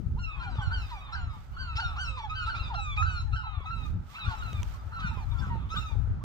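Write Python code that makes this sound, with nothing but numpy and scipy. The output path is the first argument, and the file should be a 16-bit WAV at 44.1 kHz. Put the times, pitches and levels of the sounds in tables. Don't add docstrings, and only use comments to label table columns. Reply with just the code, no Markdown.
import sys
import numpy as np
from scipy import signal
from scipy.fft import rfft, irfft
from scipy.io import wavfile
from scipy.ndimage import uniform_filter1d

SR = 44100
rng = np.random.default_rng(int(sys.argv[2]) if len(sys.argv) > 2 else 0)


def inscribe(sig):
    pcm = np.round(np.clip(np.atleast_2d(sig).T, -1, 1) * 32767)
    wavfile.write(sys.argv[1], SR, pcm.astype(np.int16))


N = 275175
T = np.arange(N) / SR

# start_s, climb_ms, slide_ms, start_hz,
# break_hz (sudden jump up into the top), top_hz, drop_hz (quick fall after the top), end_hz,
# fundamental_top_db, fundamental_end_db, overtones_minus_fundamental_top_db and _end_db,
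# third_minus_second_partial_db, higher_partials_minus_overtones_db
NEAR_CRIES = [ (.185, 31, 240, 1327, -1, 1421, 1.5, 961, -53, -47, 1.5, -19.5, -3, -21.5),
              (0.273, 3.6, 177, 1354, -3, 1315, 9.5, 1191, -61.5, -70, 12.5, 12, -18, -47),
              (.395, 35, 194, 1311, 208, 1601, 113.5, 1150, -44, -54.5, -21, -3.5, -3, -17),
              (0.498, 4, 69, 1615, 0, 1620, 2, 1457, -58, -54, -13, -13.5, 5, -17),
              (0.563, 3.9, 64, 1182, -4, 1218, -2, 957, -55.5, -48, -1.5, -13, 2, -30),
              (.61, 21, 60, 1488, 0, 1528, -2, 1356, -41.5, -49.5, -18, -5.5, -2.5, -14.5),
              (0.703, 45, 131, 1250, -4.5, 1546, 66.5, 1208, -41, -57, -11, 1, 0, -19),
              (0.918, 2.6, 71, 1211, 9, 1236, -2.5, 1145, -52, -54.5, -5.5, 3, -7.5, -19),
              (1.001, 2.7, 99, 1266, 6, 1273, 3, 1178, -52.5, -61.5, -8, -1, -3.5, -33),
              (1.12, 32, 245, 1273, 257, 1632, 148, 1147, -43, -61.5, -14, -12, -0.5, -19),
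              (1.562, 50, 130, 1194, 2, 1544, 42, 1267, -46.5, -48, -7.5, -6, -3, -23.5),
              (1.765, 33, 148, 1275, 183, 1559, 89.5, 1271, -38, -46, -8.5, -15.5, -1.5, -18.5),
              (1.838, 5.6, 70, 1247, -2, 1247, -6.5, 1180, -65, -63.5, 10.5, 10.5, -1, -35),
              (1.957, 68, 232, 931, -2, 1533, 133, 1090, -40, -53.5, -7.5, -3, -2.5, -19.5),
              (2.294, 41, 110, 1244, 87, 1358, -9.5, 1240, -44.5, -45.5, -9, -5, -11, -25),
              (2.348, 27, 83, 1446, 3.5, 1546, 54.5, 1373, -42, -46.5, -11, 1.5, -5.5, -24),
              (2.46, 35, 196, 1255, 248, 1590, 156.5, 1169, -36.5, -55.5, -14, 3, -0.5, -20.5),
              (2.545, 45, 130, 1134, 128, 1386, 1, 1199, -49, -56.5, -2, -3, -7, -27),
              (2.737, 30, 184, 900, 6, 1387, 34.5, 1128, -40, -46.5, -5, -1.5, -6, -25.5),
              (2.972, 53, 160, 1226, 79, 1353, -28, 1190, -37.5, -54.5, -12, 1.5, -6, -23.5),
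              (3.054, 30, 137, 1458, 0, 1526, 3, 1322, -42.5, -46, -16, -4, 0.5, -16),
              (3.322, 25, 81, 1374, 4, 1405, 24.5, 1260, -46, -51, -14, -11, -1, -17),
              (3.328, 32, 69, 1296, 242.5, 1578, 114, 1374, -42, -45, -18, -19.5, -2.5, -23),
              (3.432, 5, 190, 1320, 3.5, 1345, -1.5, 1117, -45.5, -52.5, -9, -8.5, 1, -33),
              (3.655, 51, 164, 1253, 85, 1382, -2, 1210, -42, -49.5, -16, -3, -6, -24.5),
              (4.138, 45, 5.4, 915, -3.5, 1355, -4, 1536, -46, -45, -3.5, -6.5, -12, -23),
              (4.19, 4.7, 125, 1291, 0, 1330, -1.5, 1078, -48, -51, 0.5, -5.5, 1, -31),
              (4.244, 42, 135, 1181, 149, 1602, 139, 1242, -44.5, -49.5, -15.5, -3.5, -6, -13.5),
              (4.42, 3, 181, 1482, 2, 1462, 75, 1160, -44.5, -56, -9, -2.5, -4.5, -26),
              (4.917, 23, 73, 883, -2, 1385, 5, 1294, -49.5, -38.5, -14.5, -17, -1.5, -22),
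              (4.983, 35, 65, 927, -0.5, 1265, 24, 1201, -49, -52.5, -11.5, 7.5, -11.5, -26),
              (5.02, 25, 189, 1552, 1.5, 1510, 113.5, 1169, -42.5, -59.5, -15, -6, -4.5, -14),
              (5.311, 2.6, 12, 1143, 0, 1192, -1, 1205, -53, -64, 5, 2, 7, -28),
              (5.337, 4.6, 56, 1430, 1, 1422, 3, 1335, -53.5, -47.5, -31, -23, -15, -4),
              (5.382, 17, 5.2, 1160, 6.5, 1165, 6, 1166, -64, -63.5, 10.5, 9, 9, -19),
              (5.411, 5.2, 70, 1636, 8, 1615, 86, 1423, -51.5, -58, -22, -24, -1, -3),
              (5.419, 4.4, 65, 1413, 4, 1385, 9, 1275, -53, -49.5, -24, -28, -6, -3),
              (5.699, 51, 174, 1181, 255.5, 1582, 132.5, 1159, -45, -47.5, -12, -7.5, -3, -12),
              (5.76, 34, 4.6, 1162, 2.5, 1255, 0, 1305, -43, -48, -3, -12, 2, -24), ]
# pitch_hz, gain_db
THROAT_FILTER = [(350, -14), (650, 1.5), (1300, 1), (1900, 1.5), (2600, 0.5), (3250, 5.5), (4000, 0.5),
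                 (4700, 1), (5500, 1), (6400, -3), (7300, 0.5), (8800, -12.5), (16000, -48.5)]
LEFT_LEAD_MS = 0.2
SCRATCH_S = .012


def undb(db):
    return 10 ** (np.asarray(db) / 20)


def level(x, db):
    return x * undb(db) / np.sqrt(np.mean(x ** 2))


def colour(x, points):
    hz, db = np.transpose(points)
    f = np.maximum(np.arange(x.shape[-1] // 2 + 1) * SR / x.shape[-1], 1)
    gain_db = np.interp(np.log(f), np.log(hz), db, left=-90, right=-90)
    return irfft(rfft(x) * undb(gain_db), x.shape[-1])


def walk(rate, size=N):
    hold = int(SR / rate)
    steps = np.repeat(rng.standard_normal(size // hold + 1), hold)
    return 1.45 * uniform_filter1d(uniform_filter1d(steps, hold), hold)[:size]


def add(track, sound, s):
    i = max(int(s * SR), 0)
    track[..., i:i + sound.shape[-1]] += sound[..., :track.shape[-1] - i]


def ports_apart(pan_db):
    return undb(np.array([[pan_db], [-pan_db]]) / 2)


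def shore():
    # pitch_hz, density_db_per_hz (relative)
    wash_colour = [(88, -19.5), (150, -5), (464, -19), (881, -11.5), (1110, -20), (1280, -7.5), (1850, -25),
                   (3650, -34), (7490, -45), (9840, -57), (15700, -49.5)]
    wash = colour(rng.standard_normal((2, N)) + .5 * rng.standard_normal(N), wash_colour)
    waver_db = walk(0.26) + 2.82 * walk(4.014)
    return level(wash * undb(waver_db), -55)


def wind(shared=0.44, eddy_db=2.0, pop_db=3.5):
    # time_s, level_db (below 130 Hz), left_minus_right_db, flapping_minus_level_db (above 130 Hz)
    gusts = [(0.0, -46, 17.5, 5.5), (0.15, -30, -5.5, -10.5), (0.29, -37.5, 8, -22.5),
             (0.55, -34, 5.5, -11.5), (0.709, -30, -0.5, -19.5), (1.0, -42, 0.5, -26),
             (1.29, -30.5, -9.5, -15.5), (1.35, -43.5, -4, -10), (1.78, -34.5, 1.5, -23),
             (2.14, -37.5, -2, -17.5), (3.19, -33, -0.5, -22), (3.33, -28.5, 10, -20),
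             (3.43, -37, -12, -23), (3.52, -41.5, 22.5, -22), (3.83, -36.5, -11.5, -9),
             (3.95, -31, -4, -6.5), (4.16, -52.5, -1, -7.5), (4.3, -33, 1, -7), (4.33, -40, 6.5, -19),
             (4.59, -31, 2.5, -12), (4.83, -40.5, 0, -39), (4.87, -34, 5.5, -18), (5.18, -35, -6, -9),
             (5.3, -29.5, 10, -19.5), (5.4, -34, 14.5, -13), (5.47, -34, -1.5, -2.5),
             (5.82, -38, -11.5, -15.5), (5.939, -37.5, 19, -14), (6.11, -27.5, 6, -15),
             (6.2, -37.5, -5.5, -1.5)]
    # pitch_hz, density_db_per_hz (relative)
    buffet_colour = [(8.8, -42), (15, -14.5), (48, 1), (78, 0.5), (112, -5), (355, -38), (600, -50),
                     (780, -70.5), (1320, -120)]
    s, *columns = np.transpose(gusts)
    db, pan_db, flapping_db = (np.interp(T, s, c) for c in columns)
    together = np.sqrt(shared) * rng.standard_normal(N)
    apart = np.sqrt(1 - shared) * rng.standard_normal((2, N))
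    air = colour(together + apart, buffet_colour)
    eddies = 0.4 * walk(25) + np.array([walk(25), walk(24.954)])
    low = signal.sosfiltfilt(signal.butter(4, 130, fs=SR, output="sos"), air)
    rumble = level(low * undb(eddy_db * eddies), 0)
    flapping = level((air - low) * undb(pop_db * eddies), 0) * undb(flapping_db)
    return (rumble + flapping) * undb([db + pan_db / 2, db - pan_db / 2])


def thumps():
    # time_s (middle), peak_db (about, mean of both ports), pitch_hz, left_minus_right_db
    eddy_hits = [(0.069, -22.5, 88.5, 19), (0.164, -27, 62.6, 6), (0.591, -18, 97, 0),
                 (0.679, -18.5, 89, -28), (1.276, -22, 69.5, 3), (1.761, -24, 80.5, 6),
                 (1.863, -24, 86, 18), (2.614, -24, 69.5, 12), (2.771, -24, 84, -10),
                 (3.087, -22, 79.7, -12), (3.579, -23.5, 79.5, 9), (3.978, -24.5, 88, 12),
                 (4.284, -19.5, 78.6, 8), (4.55, -18.5, 79.5, 5), (4.599, -24.5, 76, 18),
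                 (5.049, -22.5, 130, 10), (5.17, -26, 85, -20), (5.286, -26, 80, 24),
                 (5.475, -25.5, 99, -10), (6.099, -21, 72, 6)]
    width_cycles = 0.38
    out, t = np.zeros((2, N)), np.arange(-2048, 2048) / SR
    for s, db, hz, pan_db in eddy_hits:
        bell = np.exp(-.5 * (t * hz / width_cycles) ** 2)
        swing = np.cos(2 * np.pi * (hz * t + rng.random())) * bell
        ports = ports_apart(pan_db)
        add(out, swing * undb(db) * ports / ports.mean(), s + t[0])
    return out


def rustle(left_db=-10, grain_db=1.5):
    # (band 11.5 to 15.5 kHz, mean of the two ports)
    rubbing = [(0.0, -84), (0.65, -99), (0.79, -79), (0.91, -76), (1.25, -100), (1.35, -80), (1.74, -89),
               (1.86, -82), (2.03, -84), (2.17, -94.5), (2.97, -106), (3.15, -82.5), (3.56, -95),
               (3.88, -77), (3.98, -95), (4.12, -72.5), (4.21, -76), (4.24, -85), (4.31, -76.5),
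               (4.75, -72.5), (4.8, -82.5), (5.349, -80.5), (5.42, -77.5), (5.64, -90.5), (5.78, -72.5),
               (6.07, -91.5), (6.14, -109)]
    # pitch_hz, density_db_per_hz (relative)
    cloth_colour = [(300, -20.5), (2000, 8.5), (6000, 0), (9000, -6), (10500, -14.5), (12000, -6.5),
                    (15500, -5.5)]
    s, db = np.transpose(rubbing)
    grainy = rng.standard_normal((2, N)) * undb(grain_db * walk(300))
    hiss = colour(grainy, cloth_colour) * undb([[left_db], [0]])
    top_band = colour(hiss.mean(axis=0), [(11500, 0), (15500, 0)])
    return hiss / top_band.std() * undb(np.interp(T, s, db))


def taps():
    # time_s, knock_db, thud_db, tick_db, left_minus_right_db
    finger_taps = [(0.556, -43, -31, -66, -1), (3.6055, -50, -33.5, -64, -1), (3.8644, -73, -60, -52, 10),
                   (4.5315, -33.5, -32.5, -41.5, -5), (4.6315, -28.5, -40, -33, -7),
                   (4.97, -70, -54, -56, -10), (5.1737, -56, -33, -65, -12), (5.897, -50, -42, -68, -6),
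                   (5.468, -61, -36, -62, 11), (5.5553, -61, -29.5, -70, -2), (5.9546, -63, -38, -68, -24),
                   (6.0744, -62, -35, -70, 0), (5.742, -54, -32, -70, -6), (5.915, -67, -37, -70, 1.5)]
    out, t = np.zeros((2, N)), np.arange(1024) / SR
    thud = np.sin(2 * np.pi * 420 * t) * np.exp(-t / 0.00089) * (1 - np.exp(-t / 0.00013))
    knock = np.sin(2 * np.pi * 3000 * t) * np.exp(-t / 0.00048)
    for s, knock_db, thud_db, tick_db, pan_db in finger_taps:
        noise = 0.17 * rng.standard_normal(len(t))
        tick = (np.sin(2 * np.pi * 6100 * t) + noise) * np.exp(-t / 0.00063)
        tap = undb(thud_db) * thud + undb(knock_db) * knock + undb(tick_db) * tick
        add(out, tap * ports_apart(pan_db), s)
    return out


def yard(dry, t60_s=0.36, yard_db=-13.5):
    t = np.arange(int(.8 * SR)) / SR
    tail = rng.standard_normal((2, len(t))) * undb(-60 * t / t60_s) * (t > .015)
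    tail = colour(tail, [(300, -21.5), (2000, -8.0), (4000, -8.0), (16000, -6.5)])
    tail *= undb(yard_db) / np.sqrt(np.sum(tail ** 2, axis=1, keepdims=True))
    return signal.fftconvolve(dry, tail, axes=1)[:, :N]


def echoed(sound, db, count=4):
    lags = (SR * .004 * 5.5 ** rng.random((count, 2))).astype(int)
    out = np.pad(sound, ((0, 0), (0, lags.max())))
    for pair in lags:
        for side, lag in enumerate(pair):
            out[side, lag:lag + sound.shape[1]] += undb(db) / 2 * sound[side]
    return out * np.sqrt(np.sum(sound ** 2) / np.sum(out ** 2))


def cry(rows, third_db, upper_db, lead_ms, count=6, wobble=0.0045, hoarse=0.049, flutter_db=2.5,
        over_flutter_db=3.5, upper_flutter_db=6.0, scratch_db=-12, breath_db=-21):
    upper_offsets = [1.5, -1.5, -6, -8]
    s, *columns = np.transpose(rows)
    t = np.arange(s[0] - SCRATCH_S, s[-1] + 0.015, 1 / SR)
    hz, db, over_db = (uniform_filter1d(np.interp(t, s, c), 200, mode="nearest") for c in columns)
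    loose = np.clip((s[0] - t) / 0.0047 + 1, 0, 1)
    leap = np.clip(np.gradient(np.log(hz)) * SR / 12, 0, 1)
    over_db = over_db - 9 * leap

    stumble = (hoarse + .4 * np.maximum(loose, leap)) * walk(700, size=len(t))
    scoop = 1 - .07 * np.clip((s[0] + .004 - t) / SCRATCH_S, 0, 1)
    hz = hz * scoop * (1 + wobble * walk(149.8, size=len(t)))
    right_delay_s = (lead_ms + 0.023 * rng.standard_normal()) / 1000
    cycles = np.cumsum(hz) / SR - np.outer([0, right_delay_s], hz) + rng.random()
    phase = 2 * np.pi * cycles + stumble

    tone = np.sin(phase) * undb(flutter_db * walk(37.1, size=len(t)))
    second_db = -10 * np.log10(1 + undb(2 * third_db))
    shares_db = [second_db, second_db + third_db, *(upper_db + np.array(upper_offsets))]
    for k, share_db in enumerate(shares_db[:count]):
        depth_db = over_flutter_db if k < 2 else upper_flutter_db
        partial_db = over_db + share_db + depth_db * walk(47.3, size=len(t))
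        tone += np.sin((k + 2) * phase) * undb(partial_db)
    puff = uniform_filter1d(rng.standard_normal(len(t)), size=8)
    tone += puff * (1 + np.sin(phase)) * undb(over_db + breath_db)

    fade = np.clip(np.minimum((t - t[0]) / .024, (t[-1] - t) / .02), 0, 1)
    ports = ports_apart(.8 * rng.standard_normal())
    return np.sqrt(2) * tone * fade * undb(db + scratch_db * loose) * ports


def far_birds(count=190, loudest_db=-57.0, over_db=-9):
    out = np.zeros((2, N))
    for who, wait, pitch, long, faint in rng.random((count, 5)):
        hz, length_s = 800 * 1.85 ** pitch, .05 + .15 * long
        db = loudest_db - 10 * faint
        rows = [(0, .93 * hz, db - 3, over_db),
                (.15 * length_s, hz * 1.05, db, over_db),
                (length_s, .85 * hz, db - 4, over_db)]
        near_start_s = NEAR_CRIES[int(who * len(NEAR_CRIES))][0]
        voice = cry(rows, -5.5, -21.0, LEFT_LEAD_MS, count=2, wobble=0.01195)
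        add(out, voice, near_start_s + .25 * wait - .08)
    return colour(out, THROAT_FILTER)


def rasps(grain_db=-1.0):
    # start_s, length_ms (the soft swell is 1.4 times as long), level_db (at the top of the swell)
    rasp_times = [(.41, 56, -53), (.71, 44, -60), (.885, 43, -51.5), (1.755, 33, -40), (1.795, 17, -42),
                  (1.96, 20, -52.5), (2.17, 39, -49), (2.455, 57, -47), (2.545, 49, -48.5),
                  (2.734, 17, -50), (2.959, 21, -46), (4.13, 41, -57), (4.26, 100, -50.5), (4.99, 36, -49),
                  (5.745, 33, -50)]
    # pitch_hz, density_db_per_hz (relative)
    rasp_colour = [(900, -18), (1500, -1.5), (2100, -2.5), (4000, 1), (6000, -17.5), (8500, -22)]
    gate = np.zeros(N)
    for s, ms, db in rasp_times:
        add(gate, undb(db) * np.hanning(int(1.4 * ms * SR / 1000)), s - .2 * ms / 1000)
    grainy = rng.standard_normal(N) * undb(grain_db * walk(600))
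    rattle = level(colour(grainy, rasp_colour), 0) * gate
    return np.array([rattle, np.roll(rattle, int(LEFT_LEAD_MS * SR / 1000))])


def clucks(over_db=-18.0, third_db=-4.5, upper_db=-14, echo_db=-9):
    # start_s, length_ms, start_hz, end_hz, start_db, end_db
    glides = [ (0.159, 31, 807, 1037, -50, -48), (.46, 40, 845, 747, -42.5, -50),
              (.58, 91, 914, 672, -38, -68), (0.711, 36, 920, 915, -47, -52),
              (.91, 70, 1025, 757, -41, -50), (1.122, 38, 996, 925, -50, -56),
              (1.329, 44, 928, 830, -51, -61), (1.78, 27, 846, 918, -37.5, -43.5),
              (1.815, 23, 879, 707, -43, -50.5), (1.97, 50, 896, 723, -51.5, -59),
              (2.09, 99, 554, 485, -60.5, -59.5), (2.169, 41, 1072, 875, -39, -41.5),
              (2.235, 48, 908, 776, -34, -50), (2.471, 41, 873, 910, -41.5, -67.5),
              (2.543, 21, 998, 760, -35, -53), (2.698, 63, 1033, 656, -42, -48),
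              (2.773, 33, 852, 793, -40.5, -45), (2.968, 55, 881, 722, -44, -58.5),
              (3.432, 30, 1100, 846, -41, -55), (3.464, 35, 880, 800, -42, -54.5),
              (3.632, 27, 1064, 740, -52, -48.5), (4.305, 40, 937, 860, -41, -42),
              (4.439, 44, 1015, 708, -49.5, -52.5), (4.621, 25, 994, 890, -38, -65.5),
              (4.737, 25, 1094, 1078, -57, -49.5), (4.785, 32, 1270, 1188, -50, -54),
              (5.109, 40, 936, 848, -45.5, -52), (5.167, 80, 1065, 791, -47.5, -43.5),
              (5.319, 47, 966, 910, -50, -59.5), (5.496, 80, 967, 885, -40.5, -51),
              (5.901, 74, 937, 792, -51, -56), (6.205, 28, 930, 1200, -56, -51), ]
    out = np.zeros((2, N))
    for start, ms, hz, end_hz, db, end_db in glides:
        rows = [(start, hz, db, over_db), (start + ms / 1000, end_hz, end_db, over_db)]
        voice = cry(rows, third_db, upper_db, LEFT_LEAD_MS, count=4)
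        add(out, echoed(voice, echo_db), start - SCRATCH_S)
    return colour(out, THROAT_FILTER)


def contour(start, climb_ms, slide_ms, start_hz, break_hz, top_hz, drop_hz, end_hz,
            db, end_db, over_db, over_end_db):
    drop_s, stress_db, stress_s = 0.01777, 3.5, 0.1
    ms = np.arange(-max(climb_ms, 1), max(slide_ms, 1), 2)
    left = np.maximum(ms / ms[0], 0)
    after_s = np.maximum(ms, 0) / 1000
    slid = np.maximum(ms, 0) / max(slide_ms, 1)

    below_break_hz = top_hz - break_hz
    climb = below_break_hz + (start_hz - below_break_hz) * left ** 2.8
    slide = top_hz - drop_hz * (1 - np.exp(-after_s / drop_s)) + (end_hz - top_hz + drop_hz) * slid
    hz = np.where(ms < 0, climb, slide)

    loud = db + (end_db - db) * slid + stress_db * np.exp(-after_s / stress_s)
    loud = loud - 7.5 * np.abs(np.log2(below_break_hz / climb))
    bright = over_db + (over_end_db - over_db) * slid + 13.5 * left * (break_hz > 40)
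    return np.transpose([start + (ms - ms[0]) / 1000, hz, loud, bright])


def near_cries():
    # time_s, echoes_db (four together, against the cry), left_lead_ms
    perches = [(.2, -8, 0.27), (.5, -3.5, 0.17), (1.0, -6, 0.22), (1.56, -6, 0.17), (1.8, -11, 0.21),
               (2.0, -5, .19), (2.5, -4.5, .2), (2.75, -21, 0.26), (3.0, -9.5, 0.24), (3.65, -5.5, 0.22),
               (4.4, -6.5, 0.22), (5.7, -5, .17)]
    out = np.zeros((2, N))
    s, *columns = np.transpose(perches)
    for *shape, third_db, upper_db in NEAR_CRIES:
        start = shape[0]
        echo_db, lead_ms = (np.interp(start, s, c) for c in columns)
        voice = cry(contour(*shape), third_db, upper_db, lead_ms)
        add(out, echoed(voice, echo_db), start - SCRATCH_S)
    return colour(out, THROAT_FILTER)


def shaded(birds):
    # pitch_hz, left_minus_right_db
    port_difference = [(300, -1.5), (1300, 0), (2600, -2.5), (4000, 2.5), (16000, 1.5)]
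    return np.array([colour(port, [(hz, half * db) for hz, db in port_difference])
                     for port, half in zip(birds, (.5, -.5))])


def scene():
    near = near_cries() + clucks() + rasps()
    far = far_birds()
    birds = near + far + yard(near + 2.96 * far)
    return shore() + wind() + thumps() + rustle() + taps() + shaded(birds)


def record(dry):
    return signal.sosfilt(signal.ellip(10, .2, 80, 15760, fs=SR, output="sos"), dry)


dry = scene()
out = record(dry)
inscribe(out)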